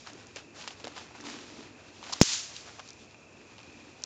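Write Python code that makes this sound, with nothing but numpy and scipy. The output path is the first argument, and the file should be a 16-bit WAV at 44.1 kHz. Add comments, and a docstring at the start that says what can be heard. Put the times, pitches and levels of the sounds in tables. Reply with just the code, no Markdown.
"""Snap pop in a yard at night

A snap pop bursts on the ground close to a small camera and overloads it: a needle and a low swing.
The ground and a wall answer with short rings, then the trees hiss the crack back as fading noise.
Feet and clothes rustle (crackling noise) and snap (short filtered puffs) in the grass.
Far traffic, a low hum and insects fill the night, each a band of coloured noise."""
import sys
import numpy as np
from scipy import signal
from scipy.fft import rfft, irfft, next_fast_len
from scipy.io import wavfile
from scipy.ndimage import uniform_filter1d, map_coordinates

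SR = 44100
rng = np.random.default_rng(int(sys.argv[2]) if len(sys.argv) > 2 else 0)


def generate_wav(signal):
    """Clip the signal to [-1, 1] and save it as 16-bit WAV at the path in sys.argv[1]."""
    frames = np.transpose(np.atleast_2d(signal))
    scaled = np.clip(frames, -1, 1) * 32767
    pcm = np.round(scaled).astype(np.int16)
    wavfile.write(sys.argv[1], SR, pcm)


N = 178605
TIME = np.arange(N) / SR  # seconds


def amp(db):
    """Turn decibels into a plain multiplier."""
    return 10 ** (np.asarray(db) / 20)


def unit(x):
    """Scale a sound to an rms (average strength) of 1."""
    return x / np.sqrt(np.mean(x ** 2) + 1e-20)


def along(points, hz):
    """Read a curve of (Hz, value) points, evenly spaced by pitch rather than by Hz."""
    point_hz, values = np.transpose(points)
    return np.interp(np.log(hz + 1), np.log(point_hz + 1), values)


def curves(rows):
    """One value per sample for each column after the time, in straight lines between rows."""
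    seconds, *columns = np.transpose(rows)
    return [np.interp(TIME, seconds, column) for column in columns]


def wobble(rate):
    """A smooth random curve with rate random points a second."""
    points = rng.standard_normal(int(N * rate / SR) + 4)
    return map_coordinates(points, [TIME * rate])


def filtered(x, response):
    """Filter x by a response, a function that gives a multiplier for every frequency."""
    m = next_fast_len(len(x) + 8192)  # spare room lets the filter ring out
    spectrum = rfft(x, m) * response(np.fft.rfftfreq(m, 1 / SR))
    return irfft(spectrum, m)[:len(x)]


def resonance(hz, width):
    """Response of one resonance: strongest at hz, ringing only after it is struck."""
    return lambda f: 1j * f * width / (hz * hz - f * f + 1j * f * width + 1e-9)


def noise(response, grain_db):
    """Coloured noise of rms 1; grain_db breaks it into millisecond crackle."""
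    grainy = rng.standard_normal(N) * amp(grain_db * wobble(900))
    return unit(filtered(grainy, response))


def swell(start, length, rise, sag, fall):
    """Level in dB under the top: a rise, a sagging hold, a release (slopes in dB a second)."""
    t = TIME - start
    return rise * np.minimum(t, 0) - sag * np.clip(t, 0, length) - fall * np.maximum(t - length, 0)


def power_sum(levels_db):
    """Multiplier for unrelated sounds heard together: their powers add."""
    return np.sqrt(sum(amp(db) ** 2 for db in levels_db))


def traffic():
    """Far traffic is a steady low rumble of noise whose level wavers very slightly."""
    # Loudness of the far night sound by pitch. Each row: frequency in Hz, relative level in dB per Hz.
    night_color = [(20, -51), (50, -8.5), (100, 3), (170, -3), (300, -2), (700, -6.5), (1200, -13),
                   (1900, -17), (3400, -29.5), (7000, -19), (9000, -27)]
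    level_db = -56.5 + 0.25 * wobble(3.1)
    return amp(level_db) * noise(lambda f: amp(along(night_color, f)), grain_db=0.0)


def low_hum():
    """The hum is grainy noise through a few low resonances, its level rising, falling and wavering."""
    # Course of the hum. Each row: time in seconds, level in dB before the waver.
    hum_levels = [(0, -59), (.36, -61.5), (.56, -58), (.78, -66), (.85, -52), (1.03, -64), (1.28, -49.5),
                  (1.6, -54.5), (1.8, -64), (2.1, -56), (2.3, -64), (2.6, -72.5), (3.05, -60), (3.15, -69),
                  (3.43, -55.5), (3.6, -67), (3.72, -55), (4.05, -66)]
    # Resonances of the hum. Each row: frequency in Hz, width of one pass in Hz, relative level in dB.
    hum_modes = [(245.8, 39.6, -2.5), (291.5, 31.4, 0), (344.5, 41, -3.5), (421, 79, -9)]
    waver_db, waver_rate = 2, 12  # depth in dB, random points a second
    db, = curves(hum_levels)
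    # squaring runs each resonance twice, for a narrower peak
    hum = noise(lambda f: sum(amp(g) * resonance(c, w)(f) ** 2 for c, w, g in hum_modes), grain_db=5)
    return amp(db + waver_db * wobble(waver_rate)) * hum


def insects():
    """Two insect choruses sing side by side in one narrow band, each wavering on its own."""
    # The choruses: middle frequency in Hz, width of one filter pass in Hz, level of each in dB
    # before its waver.
    insect_band = (2539, 230, -65.5)
    hz, width, level_db = insect_band
    out = np.zeros(N)
    for side_hz in (-90, 90):
        band = resonance(hz + side_hz, width)
        chorus = noise(lambda f: band(f) ** 2, grain_db=0)
        out += amp(level_db + 1.5 * wobble(3)) * chorus
    return out


def rustle():
    """Grass and cloth crackle in a fine hiss with a coarser lower part."""
    # Movements through the grass. Each row: start in seconds, length in seconds, fine level in dB,
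    # coarse level in dB, both before the shared waver.
    moves = [(0.069, 0.029, -58, -49.5), (0.198, 0.028, -58.5, -58), (0.363, .025, -52.5, -50.5),
             (0.557, .17, -50, -51), (0.771, 0.038, -56.5, -59), (0.848, 0.074, -61, -51.5),
             (0.962, 0.088, -52, -51.5), (1.157, 0.075, -59, -54), (1.255, 0.11, -46, -46.5),
             (1.388, 0.27, -51, -53.5), (2.039, .06, -54, -51), (2.1, .1, -47, -51.5),
             (2.555, 0.053, -46, -69), (2.775, 0.023, -70, -69), (2.88, .07, -70, -69)]
    # The grass stirs between movements. Each row: time in seconds, fine level in dB, coarse level in dB,
    # both before the shared waver.
    stir = [(0, -52.5, -66), (.13, -59, -58.5), (.33, -64.5, -61.5), (1.1, -67, -58.5),
            (1.75, -67.5, -57.5), (1.95, -57.5, -58.5), (2.7, -57, -55.5), (3.0, -57.5, -62.5),
            (3.16, -67.5, -65.5), (3.45, -65.5, -60.5), (3.81, -60, -59), (4.05, -59.5, -59)]
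    rise, sag, fall = 700, 16.5, 350.5  # slopes of a movement, dB a second
    fine_db, coarse_db = curves(stir)
    shapes = [swell(start, length, rise, sag, fall) for start, length, *_ in moves]
    fine_gain = power_sum([fine_db] + [row[2] + shape for row, shape in zip(moves, shapes)])
    coarse_gain = power_sum([coarse_db] + [row[3] + shape for row, shape in zip(moves, shapes)])
    fine = fine_gain * noise(resonance(4200, 4400), grain_db=1.5)
    coarse = coarse_gain * noise(resonance(904, 1900), grain_db=3.5)
    return amp(1.5 * wobble(25)) * (fine + coarse)


def puff(s, t60):
    """Start sample and 60 ms of noise that loses 60 dB in t60 seconds (at least 1 ms)."""
    t = np.arange(round(SR * .06)) / SR
    x = rng.standard_normal(len(t)) * amp(-60 * t / max(t60, .001))
    return round(s * SR), x


def snap(out, s, db, knock_db, hz, width, knock_hz, t60, order):
    """A snap is a sharp break and a bright spit of noise over a duller knock."""
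    at, x = puff(s, t60)
    x[0] = -5.0  # the break itself
    knock_width = 0.49 * knock_hz
    bright = filtered(x, lambda f: resonance(hz, width)(f) ** order)
    knock = filtered(x, lambda f: resonance(knock_hz, knock_width)(f) ** order)
    bright = bright / np.abs(bright).max()
    knock = knock / np.abs(knock).max()
    out[at:at + len(x)] += amp(db) * (bright + amp(knock_db) * knock)


def snaps():
    """Crunches underfoot and ticking dry stalks are snaps; the ticks are filtered twice and ring cleaner."""
    # Crunches underfoot. Each row: start in seconds, peak of the bright part in dB,
    # knock in dB over that peak, knock frequency in Hz, time for the noise to die by 60 dB in seconds.
    crunches = [(0.0717, -36, 3, 1090, .028), (.155, -56, 15, 300, 0.014), (0.3608, -26, -7, 490, 0.026),
                (.3685, -29, -10, 600, .039), (0.6115, -31, -23, 1100, 0.028), (.641, -39, 3, 1050, 0.026),
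                (.6768, -19, -9, 1020, 0.0021), (.679, -23.5, -22, 1040, 0.04),
                (0.707, -35, -3, 1000, 0.045), (0.7993, -37.5, -2.5, 600, 0.048),
                (0.8437, -27.5, 0.5, 554, .012), (.8507, -32, 0.5, 540, .03), (.8716, -31, 6, 690, 0.0065),
                (.8785, -32, -1.5, 700, 0.022), (0.9653, -42, 6.5, 990, 0.091),
                (0.9782, -36, 3.5, 1040, 0.048), (0.9862, -32, -19, 1000, .025),
                (1.1101, -56.5, 16, 690, 0.02), (1.15, -56, 16.5, 780, 0.048),
                (1.152, -62.5, 20, 1490, .05), (1.2395, -41, 3, 940, 0.016), (1.2507, -41, -7, 950, .009),
                (1.2682, -31, -18, 900, .024), (1.30, -28.5, -8, 1300, 0.017), (2.028, -40, 6.5, 900, 0.02),
                (2.0388, -31.5, -26, 910, 0.022), (2.0667, -30, -13, 900, 0.013),
                (2.096, -49, 12.5, 700, 0.062), (2.786, -51.5, 12, 950, 0.044),
                (2.794, -40.5, 7.5, 1030, 0.045), (2.80, -42, 10, 1240, 0.024), (3.145, -50, 7, 900, 0.019)]
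    # Dry stalks tick. Each row: start in seconds, peak of the bright part in dB,
    # knock in dB over that peak, bright frequency in Hz, time for the noise to die by 60 dB in seconds.
    ticks = [(.134, -33, -21, 6000, .006), (0.2699, -34, -23, 6740, 0.0071), (.623, -33.5, -26, 3500, .022),
             (1.209, -36.5, -27, 6000, 0.035), (2.1247, -28, -3.5, 4800, 0.022),
             (2.1285, -19, -12.5, 5460, 0.012), (2.1327, -18.5, -18, 4450, 0.028),
             (2.1365, -17, -19, 4600, 0.0042), (2.2022, -24, -26, 5800, 0.036),
             (2.5648, -27, -30, 3980, 0.011), (2.8775, -35, -23, 4800, .006),
             (2.8885, -32, -18, 5300, 0.026), (2.9052, -31, -25, 6040, 0.0085),
             (2.932, -37, -28, 5600, .011), (3.1104, -44, -22, 4130, 0.011), (3.5685, -48, -20, 3300, .008),
             (3.582, -38, -10, 2800, 0.014), (3.591, -36, -10.5, 2900, .012), (3.6025, -40, -20, 2900, .01),
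             (3.6317, -40, -25, 5000, .01), (4.0216, -37.5, -15, 5420, 0.0073),
             (4.0381, -16, -29, 5760, 0.0096)]
    out = np.zeros(N + SR)
    for s, db, knock_db, knock_hz, t60 in crunches:
        snap(out, s, db, knock_db, hz=2730, width=2160, knock_hz=knock_hz, t60=t60, order=1)
    for s, db, knock_db, hz, t60 in ticks:
        snap(out, s, db, knock_db, hz=hz, width=3360, knock_hz=998, t60=t60, order=2)
    return out[:N]


def trees():
    """Leaves scatter the crack: near ones flash, the ring of trees holds and lets go, far ones linger."""
    # Color of the leaf hiss. Each row: frequency in Hz, relative level in dB per Hz.
    foliage = [(300, -32), (800, -9), (1800, -3.5), (4000, 4.5), (6900, 6.5), (9000, 0.5)]
    echo_s, ring_end_s = 2.222, 2.344
    t = np.maximum(TIME - echo_s, 0)
    # levels in dB, slopes in dB a second
    near_db = -10 - 996.5 * t
    ring_db = -23 + swell(echo_s, ring_end_s - echo_s, rise=0, sag=25, fall=158)
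    far_db = -32.5 - 52.5 * t
    gain = power_sum([near_db, ring_db, far_db])
    hiss = noise(lambda f: amp(along(foliage, f)), grain_db=-0.5)
    return (TIME > echo_s) * gain * hiss


def bounces():
    """The ground and a wall throw the crack back as short rings with a slightly unsteady pitch."""
    # Near echoes. Each row: start in seconds, peak in dB, ring frequency in Hz,
    # time to die by 60 dB in seconds.
    near_echoes = [(2.21615, -10, 5400, .012), (2.2162, -18, 2400, .008), (2.21735, -9, 6900, .006),
                   (2.2193, -14, 5000, .004), (2.2204, -12, 5800, .006), (2.2314, -19, 330, .015),
                   (2.23165, -1, 6500, .0035)]
    out = np.zeros(N)
    t = np.arange(SR // 50) / SR
    for s, db, hz, t60 in near_echoes:
        drift = np.cumsum(rng.normal(0, .12, len(t)))  # random phase steps roughen the tone
        onset = 1 - np.exp(-t / .00015)
        ring = np.sin(2 * np.pi * hz * t + drift) * amp(-60 * t / t60) * onset
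        out[round(s * SR):][:len(t)] += amp(db) * ring / np.abs(ring).max()
    return out


def burst():
    """A needle of overpressure; suction pins the microphone, which then swings back at its low resonance."""
    burst_s, pinned_s = 2.21427, .00055
    turn, damping = 2 * np.pi * 172, 430  # swing in radians a second, decay per second
    t = np.maximum(TIME - burst_s - pinned_s, 0)  # stays at zero while the microphone is pinned
    swing = np.exp(-damping * t) * (.72 * np.cos(turn * t) - np.sin(turn * t))
    swing = swing * (TIME > burst_s)
    needle = np.exp(-((TIME - burst_s + .00002) / .00002) ** 2)
    return amp(5) * needle - swing


def scene():
    """Add the night, the grass, the echoes and the burst together in one channel."""
    background = traffic() + low_hum() + insects()
    grass = rustle() + snaps()
    return (background + grass + trees() + bounces() + burst())[None]


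def record(dry):
    """Gain control ducks after the loud peak and recovers; a narrow converter, clipping, a band limit."""
    # The converter's edge, with a faint mirror band above half its rate.
    # Each row: frequency in Hz, level in dB.
    converter = [(7000, 0), (7500, -3), (7800, -14), (7950, -35), (8000, -70), (8050, -42), (8200, -24),
                 (8400, -15), (8800, -20), (9100, -36), (9300, -80)]
    top_hz = 16850
    x = dry[0]
    over = np.maximum(uniform_filter1d(np.abs(x), 65) - .3, 0)  # average level above the threshold
    recovery = np.exp(-np.arange(SR // 2) / SR / .07)
    duck = signal.fftconvolve(np.pad(over, (220, 0)), recovery)[:N]  # reacts 220 samples (5 ms) late
    x = x * amp(-10 * duck / (duck.max() + 1e-9))  # 10 dB down at the deepest
    x = filtered(x, lambda f: amp(along(converter, f)) * (f < 9300))
    x = x + amp(-96.5) * noise(lambda f: f < 9000, grain_db=2.5)  # the electronics hiss faintly
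    x = x / (1 + np.abs(x / .74) ** 12) ** (1 / 12)  # clips at .74 with a slightly rounded corner
    return filtered(x, lambda f: f < top_hz)[None]


dry = scene()
out = record(dry)
generate_wav(out)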